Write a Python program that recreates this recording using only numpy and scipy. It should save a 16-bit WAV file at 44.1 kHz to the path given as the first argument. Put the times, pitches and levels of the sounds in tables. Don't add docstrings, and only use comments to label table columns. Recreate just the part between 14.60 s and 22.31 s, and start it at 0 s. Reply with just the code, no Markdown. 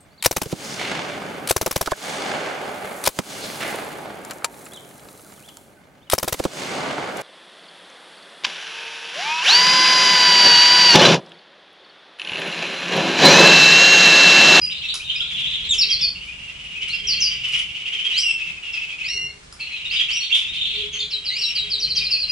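import sys
import numpy as np
from scipy import signal
from scipy.fft import rfft, irfft
from scipy.io import wavfile
from scipy.ndimage import uniform_filter1d

SR = 44100
rng = np.random.default_rng(int(sys.argv[2]) if len(sys.argv) > 2 else 0)


def wav_record(signal):
    frames = np.transpose(np.atleast_2d(signal))
    bounded = np.clip(frames, -1, 1)
    quanta = np.round(bounded * 32767).astype(np.int16)
    wavfile.write(sys.argv[1], SR, quanta)


def ratio_of_db(decibels):
    return 10 ** (np.asarray(decibels, float) / 20)


N = 340011
SIDES = np.array([[1], [-1]])


def level(x, db):
    return x * ratio_of_db(db) / np.sqrt(np.mean(x ** 2))


def colour(x, points):
    hz, db = np.transpose(points)
    bins = np.maximum(np.arange(N // 2 + 1) * SR / N, 1)
    return irfft(rfft(x) * ratio_of_db(np.interp(np.log(bins), np.log(hz), db)), N)


def band(x, hz, width_hz):
    return signal.lfilter(*signal.iirpeak(hz, hz / width_hz, fs=SR), x)


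def walk(rate):
    hold = int(SR / rate)
    held = rng.standard_normal(N // 8)[np.arange(N) // hold]
    return 1.14 * uniform_filter1d(uniform_filter1d(held, hold), hold)


def add(out, s, piece):
    i = int(s * SR)
    out[i:i + len(piece)] += piece[:N - i]


def syrinx(notes, partials_db, bend=0.4, settle=0.96, edge=0.25, swell_db=0.0, wobble=0.006, flutter_db=6.5):
    out = np.zeros(N)
    waver = 1 + wobble * walk(400)
    for (s, length, start_hz, bend_hz, end_hz, db), partials in zip(notes, partials_db):
        u = np.arange(int(length * SR)) / (length * SR)
        glide = np.interp(u, [0, bend, settle], [start_hz, bend_hz, end_hz])
        glide = uniform_filter1d(glide, len(u) // 4 + 1, mode="nearest")
        i = min(int(s * SR), N - len(u))
        phase = 2 * np.pi * np.cumsum(glide * waver[i:i + len(u)]) / SR
        fades = np.clip(np.minimum(u, 1 - u) / edge, 0, 1)
        effort = fades * ratio_of_db(db + swell_db * (u - 0.5))
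        tone = sum(ratio_of_db(p) * np.sin((k + 1) * phase) for k, p in enumerate(partials))
        add(out, s, effort * tone)
    return out * ratio_of_db(flutter_db * walk(250))


def outdoors():
    # time in seconds, wind rumble in dB, coo in dB.
    air = [(0.0, -45, -60), (0.26, -52, -66), (0.97, -47, -69.5), (1.09, -43, -57), (1.87, -50, -68.5),
           (2.38, -47.5, -62), (2.53, -42, -50.5), (2.62, -45, -61), (3.24, -52.5, -71.5), (3.35, -54, -53),
           (3.82, -49.5, -72), (4.12, -57.5, -71), (4.51, -52.5, -73.5), (4.55, -44, -52.5),
           (5.15, -57.5, -71), (5.28, -48.5, -76.5), (5.75, -56.5, -70), (5.91, -48, -84), (6.01, -49, -72),
           (6.21, -46, -42), (6.74, -55.5, -64), (6.83, -54, -63), (6.91, -54, -71), (7.04, -48, -51.5),
           (7.36, -44, -61), (7.49, -48, -53), (7.71, -48, -73)]
    # frequency in Hz, weight in dB per Hz.
    wind_spectrum = [(12, -44), (20, -6.5), (54, 1.5), (70, 2.5), (102, -7.5), (138, -0.5), (193, -5.5),
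                     (269, -19.5), (380, -18.5), (490, -51), (840, -120)]
    hiss_spectrum = [(150, -16.5), (250, -1.5), (500, -5), (900, -5), (1400, -4.5), (2500, -2.5),
                     (5000, -7.5), (8000, -10.5), (10500, -18.5), (12000, -36)]
    s, wind_db, coo_db = np.transpose(air)
    mid, side, hum, left, right = rng.standard_normal((5, N))

    wind = level(colour(mid, wind_spectrum), 0) * ratio_of_db(-0.7 * SIDES)
    wind = wind + level(colour(side, wind_spectrum), -19) * SIDES

    coo_hz, coo_width_hz = 416.1, 16
    coo = level(band(band(hum, coo_hz, coo_width_hz), coo_hz, coo_width_hz), 0)

    hiss_db = -50.5
    hiss = level(np.array([colour(left, hiss_spectrum), colour(right, hiss_spectrum)]), hiss_db + 2.0)
    hiss = hiss + level(band(side, 620.0, 450.0), hiss_db - 7.5) * SIDES

    time = np.arange(N) / SR
    gust_db = np.interp(time, s, wind_db) + 1.4 * walk(12)
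    swell = ratio_of_db(np.interp(time, s, coo_db))
    return wind * ratio_of_db(gust_db) + coo * swell + hiss * ratio_of_db(0.94 * walk(1.7))


def whistles(rows, swell_db, octave_db=-36, stretch=1.3):
    notes = [(s, stretch * length, *rest) for s, length, *rest in rows]
    return syrinx(notes, [(0.017, octave_db)] * len(notes), bend=0.31, settle=0.78, edge=0.096,
                  swell_db=swell_db, wobble=0.013, flutter_db=2.5)


def trill():
    # start in seconds, peak level in dB, held pitch in Hz.
    phrases = [
        [(0.0164, -25.5, 2880)] + [(0.0588, -28, 2705), (0.0982, -20.5, 3000), (0.159, -25.5, 2890), (0.2324, -19.5, 2680), (0.2853, -25, 3400), (0.3411, -30, 2640), (0.4015, -42, 2500), (0.4923, -22.5, 3540), (0.5332, -20, 3610), (0.6055, -23.5, 3440), (0.6469, -25, 3430), (0.6993, -17.5, 3460), (0.7452, -22, 3400), (0.7876, -17.5, 3446), (0.8395, -18.5, 3480), (0.8979, -19, 3540), (0.9383, -21.5, 3460), (0.9951, -19, 3270), (1.0445, -18.5, 3430)],
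        [(1.1263, -29.5, 2656), (1.1794, -30, 2824), (1.2201, -27.5, 2680)] + [(1.2879, -23.5, 3270), (1.3572, -32.5, 3290), (1.3931, -27.5, 3530), (1.453, -34, 3170), (1.5513, -34, 2830), (1.6086, -32.5, 2920), (1.672, -35, 2456), (1.7209, -37, 2830), (1.7852, -37, 2820), (1.8256, -34.5, 2870), (1.88, -33, 2805), (1.9434, -36, 2960), (1.9903, -32.5, 2916), (2.0456, -33.5, 2920), (2.1015, -32.5, 2850), (2.1534, -30.5, 2590), (2.2088, -25, 3030), (2.2701, -27.5, 2880), (2.327, -26.5, 2750), (2.3764, -32, 3200), (2.4328, -29, 3220), (2.4792, -23.5, 2950), (2.5255, -25.5, 3166), (2.5719, -27, 2790), (2.6099, -28.5, 2900), (2.6543, -25.5, 2916), (2.7056, -25.5, 2995), (2.7485, -31, 2810), (2.7939, -31, 2820), (2.8373, -22.5, 2970), (2.8877, -26.5, 2960), (2.9281, -18, 2933), (2.985, -23.5, 3028), (3.0354, -36.5, 2770), (3.0873, -30.5, 2820), (3.1441, -27.5, 2984), (3.199, -30.5, 3084), (3.2559, -25, 2820), (3.3227, -23, 3103), (3.3836, -23, 3056), (3.4415, -22, 3210), (3.5003, -21, 2950)] + [(3.5563, -20.5, 3200), (3.6227, -29, 3090), (3.6865, -26.5, 3100)],
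        [(3.7778, -18.5, 2580), (3.8132, -23.5, 2704), (3.8611, -19.5, 2646), (3.9394, -25, 2530), (4.0247, -21, 2780), (4.0676, -22.5, 2680), (4.1345, -16, 2578), (4.2058, -19, 2668), (4.2906, -20.5, 2490), (4.3839, -19.5, 2540), (4.4283, -21, 2540)],
        [(4.9952, -23.5, 2694), (5.0301, -25.5, 2700), (5.065, -24.5, 2890), (5.1099, -21, 2575), (5.1563, -23.5, 3130), (5.1962, -24.5, 2790), (5.2451, -21, 2850), (5.311, -12, 3066), (5.3469, -15, 3054), (5.3903, -10.5, 3324), (5.4861, -12, 3050), (5.5479, -20.5, 2750), (5.5789, -22.5, 2840), (5.6163, -19.5, 3194), (5.6991, -16, 2780), (5.7485, -14, 3016), (5.7964, -17.5, 3496), (5.8408, -22, 2690), (5.8737, -19.5, 3700), (5.9316, -19, 3540), (5.973, -27, 2900), (6.0074, -27, 2970), (6.0483, -21, 3360), (6.0972, -23, 2850), (6.1371, -21.5, 3530), (6.188, -21, 3400), (6.2329, -21.5, 3385), (6.3092, -29.5, 3370)],
        [(6.3357, -16.5, 3150), (6.4006, -22.5, 3550), (6.5054, -23.5, 3060), (6.5513, -26, 3180), (6.5992, -32.5, 3220), (6.6391, -23.5, 2900), (6.6984, -23.5, 2934), (6.7488, -20.5, 2890), (6.7942, -21.5, 2960), (6.8461, -27, 3180), (6.8835, -17.5, 2940), (6.9474, -18.5, 3130)],
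        [(6.9398, -19.5, 2875), (6.9837, -28, 3097), (7.0401, -20, 3140), (7.078, -25, 3270), (7.1493, -23.5, 3033), (7.2052, -32, 3150), (7.2486, -20.5, 3010), (7.3514, -17, 3170), (7.4092, -18.5, 2425), (7.4846, -20.5, 2710), (7.5389, -21, 2515), (7.6272, -26, 2927), (7.6766, -22.5, 2620)],
    ]
    # start pitch as share of held, length in seconds, buzz from 0 to 1,
    # level shift in dB, pitch in Hz and level in dB of the answering side of the syrinx.
    manners = [(0.801, 0.0346, .3, -7, 2420, -15.5), (.93, 0.0334, 0.098, 2, 2188, -15),
               (1.1, 0.0478, .1, -8.5, 2207, -16.5), (0.802, 0.0347, .4, -6.5, 2275, -22.5),
               (.97, .04, 0.18, -8, 2600, -19.5), (1.08, 0.0414, 0.45, -10.5, 2490, -9.5)]
    answer_s = 0.024
    out = 0
    for rows, (share, length, buzz, shift_db, low_hz, low_db) in zip(phrases, manners):
        notes = [(s - 0.002, length, share * hz, hz, hz, db + shift_db) for s, db, hz in rows]
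        notes += [(s + answer_s, length, 0.92 * low_hz, low_hz, 1.12 * low_hz, db + shift_db + low_db)
                  for s, db, hz in rows]
        tone = syrinx(notes, [(0, -30)] * len(notes), bend=0.2985, edge=0.068, swell_db=1,
                      wobble=0.015, flutter_db=2.0)
        out = out + tone * (1 + buzz * walk(700))
    return out


def flock(song):
    # frequency in Hz, weight in dB per Hz.
    haze_spectrum = [(800, -23), (1300, -14.5), (1800, -12), (2300, 6.5), (3100, 10.5), (3800, -5.5),
                     (6500, -14.5), (10000, -29)]
    loudness = np.abs(uniform_filter1d(np.abs(song), int(0.015 * SR)))
    haze = level(colour(rng.standard_normal(N), haze_spectrum), 0)
    return level(loudness, -38) * haze


def rustles():
    # start in seconds, peak level in dB, decay in seconds, lows and middle against highs in dB.
    bursts = [(0.0613, -25, 0.005, -10, 1.8), (0.3396, -10, 0.0092, -9.5, 1.2),
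              (0.7332, -40, 0.005, -8.5, 1.2), (0.7915, -32.5, 0.0125, -11, 1.5),
              (1.1378, -22, 0.011, -14.5, 1.9), (1.652, -39, 0.016, 6, 1.5), (2.0413, -28, 0.005, -9, 1.3),
              (2.2808, -30.5, 0.027, -10, 1.7), (2.8789, -27, 0.01, -8, 1.5),
              (2.9205, -22.5, 0.011, -21, 2.5), (2.951, -33.5, 0.015, -9, 1.5),
              (2.9794, -27, 0.014, -21.5, 1.5), (3.852, -46, 0.012, 36, 1.5), (4.829, -41, 0.015, 13, 1.5),
              (4.9257, -33, 0.013, -1, 1.5), (4.9944, -31.5, 0.015, -22, 3.3),
              (5.396, -46, 0.015, -21, 2.5), (5.7498, -19.5, 0.017, -36, 3.3),
              (5.769, -25, 0.016, -29, 4.5), (5.7982, -38, 0.015, -11, 1.5),
              (5.9413, -32.5, 0.015, -9, 1.6)]
    # resonance in Hz, its width in Hz, level in dB.
    wire = [
        (1340, 117, 1),
        (5200, 800, 0.5),
        (7900, 12000, 1.5),
    ]
    grains = rng.standard_normal(N) * ratio_of_db(8.0 * walk(600))
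    low, mid, high = (level(band(grains, hz, width_hz), db) for hz, width_hz, db in wire)
    out = np.zeros(N)
    for s, db, length, low_db, mid_db in bursts:
        i = int(s * SR)
        fade = np.exp(-np.arange(6000) / (max(length, 0.002) * SR))
        part = slice(i, i + len(fade))
        ring = ratio_of_db(min(low_db, 0)) * low[part] + ratio_of_db(mid_db) * mid[part] + high[part]
        add(out, s, ratio_of_db(db - 14) * fade * ring)
    return out


def roll():
    # time in seconds, peak level in dB, top pitch in Hz.
    flicks = [(0.1048, -19, 3720), (0.1512, -21.5, 3990), (0.2215, -17, 3890), (0.2864, -20, 4150),
              (0.3343, -39, 4030), (0.437, -23, 3750), (0.4804, -16, 3710), (0.5313, -27.5, 3710),
              (0.6041, -20, 3765), (0.6545, -22, 4050), (0.7049, -36.5, 3740), (0.7553, -21, 3640),
              (0.7987, -22, 3750), (0.8396, -18.5, 3650), (0.891, -21.5, 3850), (0.9384, -24, 3900),
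              (0.9803, -25, 3560), (1.0317, -19, 3920), (5.0394, -34, 4000), (5.1497, -25, 3850),
              (5.249, -24, 3710), (5.3582, -18.5, 3780), (5.4301, -28, 3790), (5.5494, -21, 3680),
              (5.6294, -17, 3770), (5.7242, -13, 3700), (5.7826, -27, 3690), (5.8394, -38, 3700),
              (5.8858, -35, 3740), (5.9292, -22, 4120), (5.9721, -21, 3680), (6.0125, -18, 3810),
              (6.0559, -19.5, 4020), (6.1038, -20, 3950), (6.1417, -22, 4040), (6.1836, -19.5, 3810),
              (6.237, -24.5, 3740)]
    length, low_hz = 0.03, 2300
    second_s, second_db = 0.02, -3
    notes = [(s - 0.012, length, low_hz, 0.93 * hz, 1.11 * hz, db) for s, db, hz in flicks]
    notes += [(s + second_s, *rest, db + second_db) for s, *rest, db in notes]
    tone = syrinx(notes, [(0, -29)] * len(notes), bend=0.5, edge=0.24, wobble=0.017)
    return tone * ratio_of_db(-17) * (1 + 0.48 * walk(800))


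def calls():
    # start and length in seconds, start, bend and end pitch in Hz, level of 2nd partial in dB.
    nasal = [
        (1.088, 0.065, 3834, 3620, 2940, -31.5),
        (3.528, 0.087, 1826, 2086, 2986, -24),
        (3.625, 0.095, 2910, 2765, 2681, -33),
        (4.435, 0.12, 1958, 2741, 2868, -32),
        (4.525, 0.15, 2820, 2788, 2787, -41.5),
        (4.473, 0.1, 1733, 2192, 2152, -35.5),
        (4.569, 0.156, 2030, 2087, 2170, -45.1),
        (5.504, 0.098, 2074, 2907, 2830, -30),
        (6.696, 0.11, 1955, 2190, 2846, -31),
        (6.8, 0.11, 2672, 2755, 2750, -29.5),
    ]
    overtones = [(11.5, -28.5), (-16, -17.5), (14.5, -10.5), (0.5, -22), (8.5, -25), (-7, -20), (3, -31),
                 (-5, -21), (-7, -20.5), (-1, -25)]
    stacks = [(first, 0, third, third - 12) for first, third in overtones]
    return syrinx(nasal, stacks, edge=0.09, swell_db=3.5, wobble=0.0063, flutter_db=4.0) * ratio_of_db(1.5)


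def shed(sound, wet_db, likeness, early_db=3.0, early_s=0.005):
    gap_s, t60_s = 0.002, 0.32
    t = np.arange(26000) / SR
    shared, own = rng.standard_normal((2, len(t)))
    fade = ratio_of_db(-60 * t / t60_s + early_db * np.exp(-t / early_s)) * (t > gap_s)
    tails = (np.sqrt(1 + likeness) * shared + np.sqrt(1 - likeness) * own * SIDES) * fade
    tails /= np.sqrt(np.mean(np.sum(tails ** 2, axis=1)))
    return sound + ratio_of_db(wet_db) * signal.fftconvolve(sound[None], tails, axes=1)[:, :N]


def scene():
    # start and length in seconds, start, bend and end pitch in Hz, level in dB.
    pipes = [(0.014, 0.045, 4870, 5020, 4850, -26.5), (0.229, 0.028, 5500, 5700, 5500, -51),
             (0.397, 0.038, 2360, 2520, 3200, -37), (0.552, 0.053, 2440, 2480, 2860, -33.5),
             (0.555, 0.022, 4930, 5000, 4700, -42), (0.558, 0.03, 4890, 4900, 5350, -40.4),
             (0.611, 0.015, 1470, 1395, 1405, -46.5), (1.18, 0.06, 5220, 5646, 3850, -19),
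             (1.3, 0.053, 6100, 4740, 4160, -21.5), (1.41, 0.05, 5600, 4830, 4406, -21.5),
             (1.426, 0.045, 2500, 2500, 2500, -37.2), (2.284, 0.061, 3780, 4330, 5120, -34.5),
             (2.468, 0.06, 5960, 4850, 4223, -23), (2.601, 0.053, 6560, 5110, 4676, -21.5),
             (4.125, 0.023, 5400, 5270, 4500, -39.5), (4.19, 0.022, 5760, 5300, 4800, -52),
             (4.999, 0.038, 4480, 4120, 4375, -36), (5.112, 0.032, 4200, 4050, 4070, -42.5),
             (5.295, 0.068, 3950, 5080, 4700, -35), (5.601, 0.045, 4120, 4414, 4360, -33.5),
             (6.327, 0.03, 6810, 6100, 6350, -39.5), (6.348, 0.03, 4430, 4250, 4170, -46),
             (6.389, 0.038, 3660, 3580, 3290, -29.5), (6.399, 0.026, 4940, 4040, 3960, -31),
             (6.392, 0.032, 7160, 7000, 6630, -47.5), (6.502, 0.062, 5700, 4243, 3820, -32),
             (6.645, 0.07, 5660, 4310, 3826, -32), (6.807, 0.054, 5480, 4200, 3850, -28),
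             (6.947, 0.066, 5200, 4150, 3843, -27), (7.097, 0.068, 5340, 4510, 3820, -29),
             (7.189, 0.061, 6460, 5090, 4075, -29.5), (7.286, 0.039, 5370, 4760, 4070, -30.5),
             (7.349, 0.046, 6440, 5300, 3760, -27), (7.423, 0.048, 5240, 5120, 4080, -32.5),
             (7.503, 0.045, 5330, 4740, 4236, -26), (7.575, 0.068, 5530, 4660, 4170, -31),
             (7.671, 0.034, 4980, 5110, 4810, -34)]
    turn_s, last_s = 2.0, 6.45
    near_like, far_like = 0.79, 0.13

    first = whistles([row for row in pipes if row[0] < turn_s], swell_db=-1.5, stretch=1.08)
    front = first * ratio_of_db(4.5) + calls() + rustles()
    back = whistles([row for row in pipes if turn_s < row[0] < last_s], swell_db=-4.5) * ratio_of_db(2.0)
    last = whistles([row for row in pipes if row[0] > last_s], swell_db=8.0, octave_db=-18.5, stretch=0.95)
    last = band(last, 4520.0, 1380.0) * ratio_of_db(3.5)
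    far = trill() * ratio_of_db(-4.5)

    birds = shed(front, 0.59, near_like) + shed(back, 4.5, near_like)
    birds = birds + shed(last, 8.36, near_like, early_db=4.5, early_s=0.029)
    birds = birds + shed(roll(), 10.3, far_like) + shed(far + flock(far), 5.0, far_like)

    lag_rad = 0.74
    lag = np.exp(-0.5j * lag_rad * SIDES)
    return irfft(rfft(birds) * lag, N) + outdoors()


def band_limit(x):
    return signal.sosfilt(signal.butter(12, 11490, fs=SR, output="sos"), x)


def record(dry):
    cut = signal.sosfilt(signal.ellip(10, 0.2, 80, 11050, fs=SR, output="sos"), dry)
    return band_limit(cut)


dry = scene()
out = record(dry)
wav_record(out)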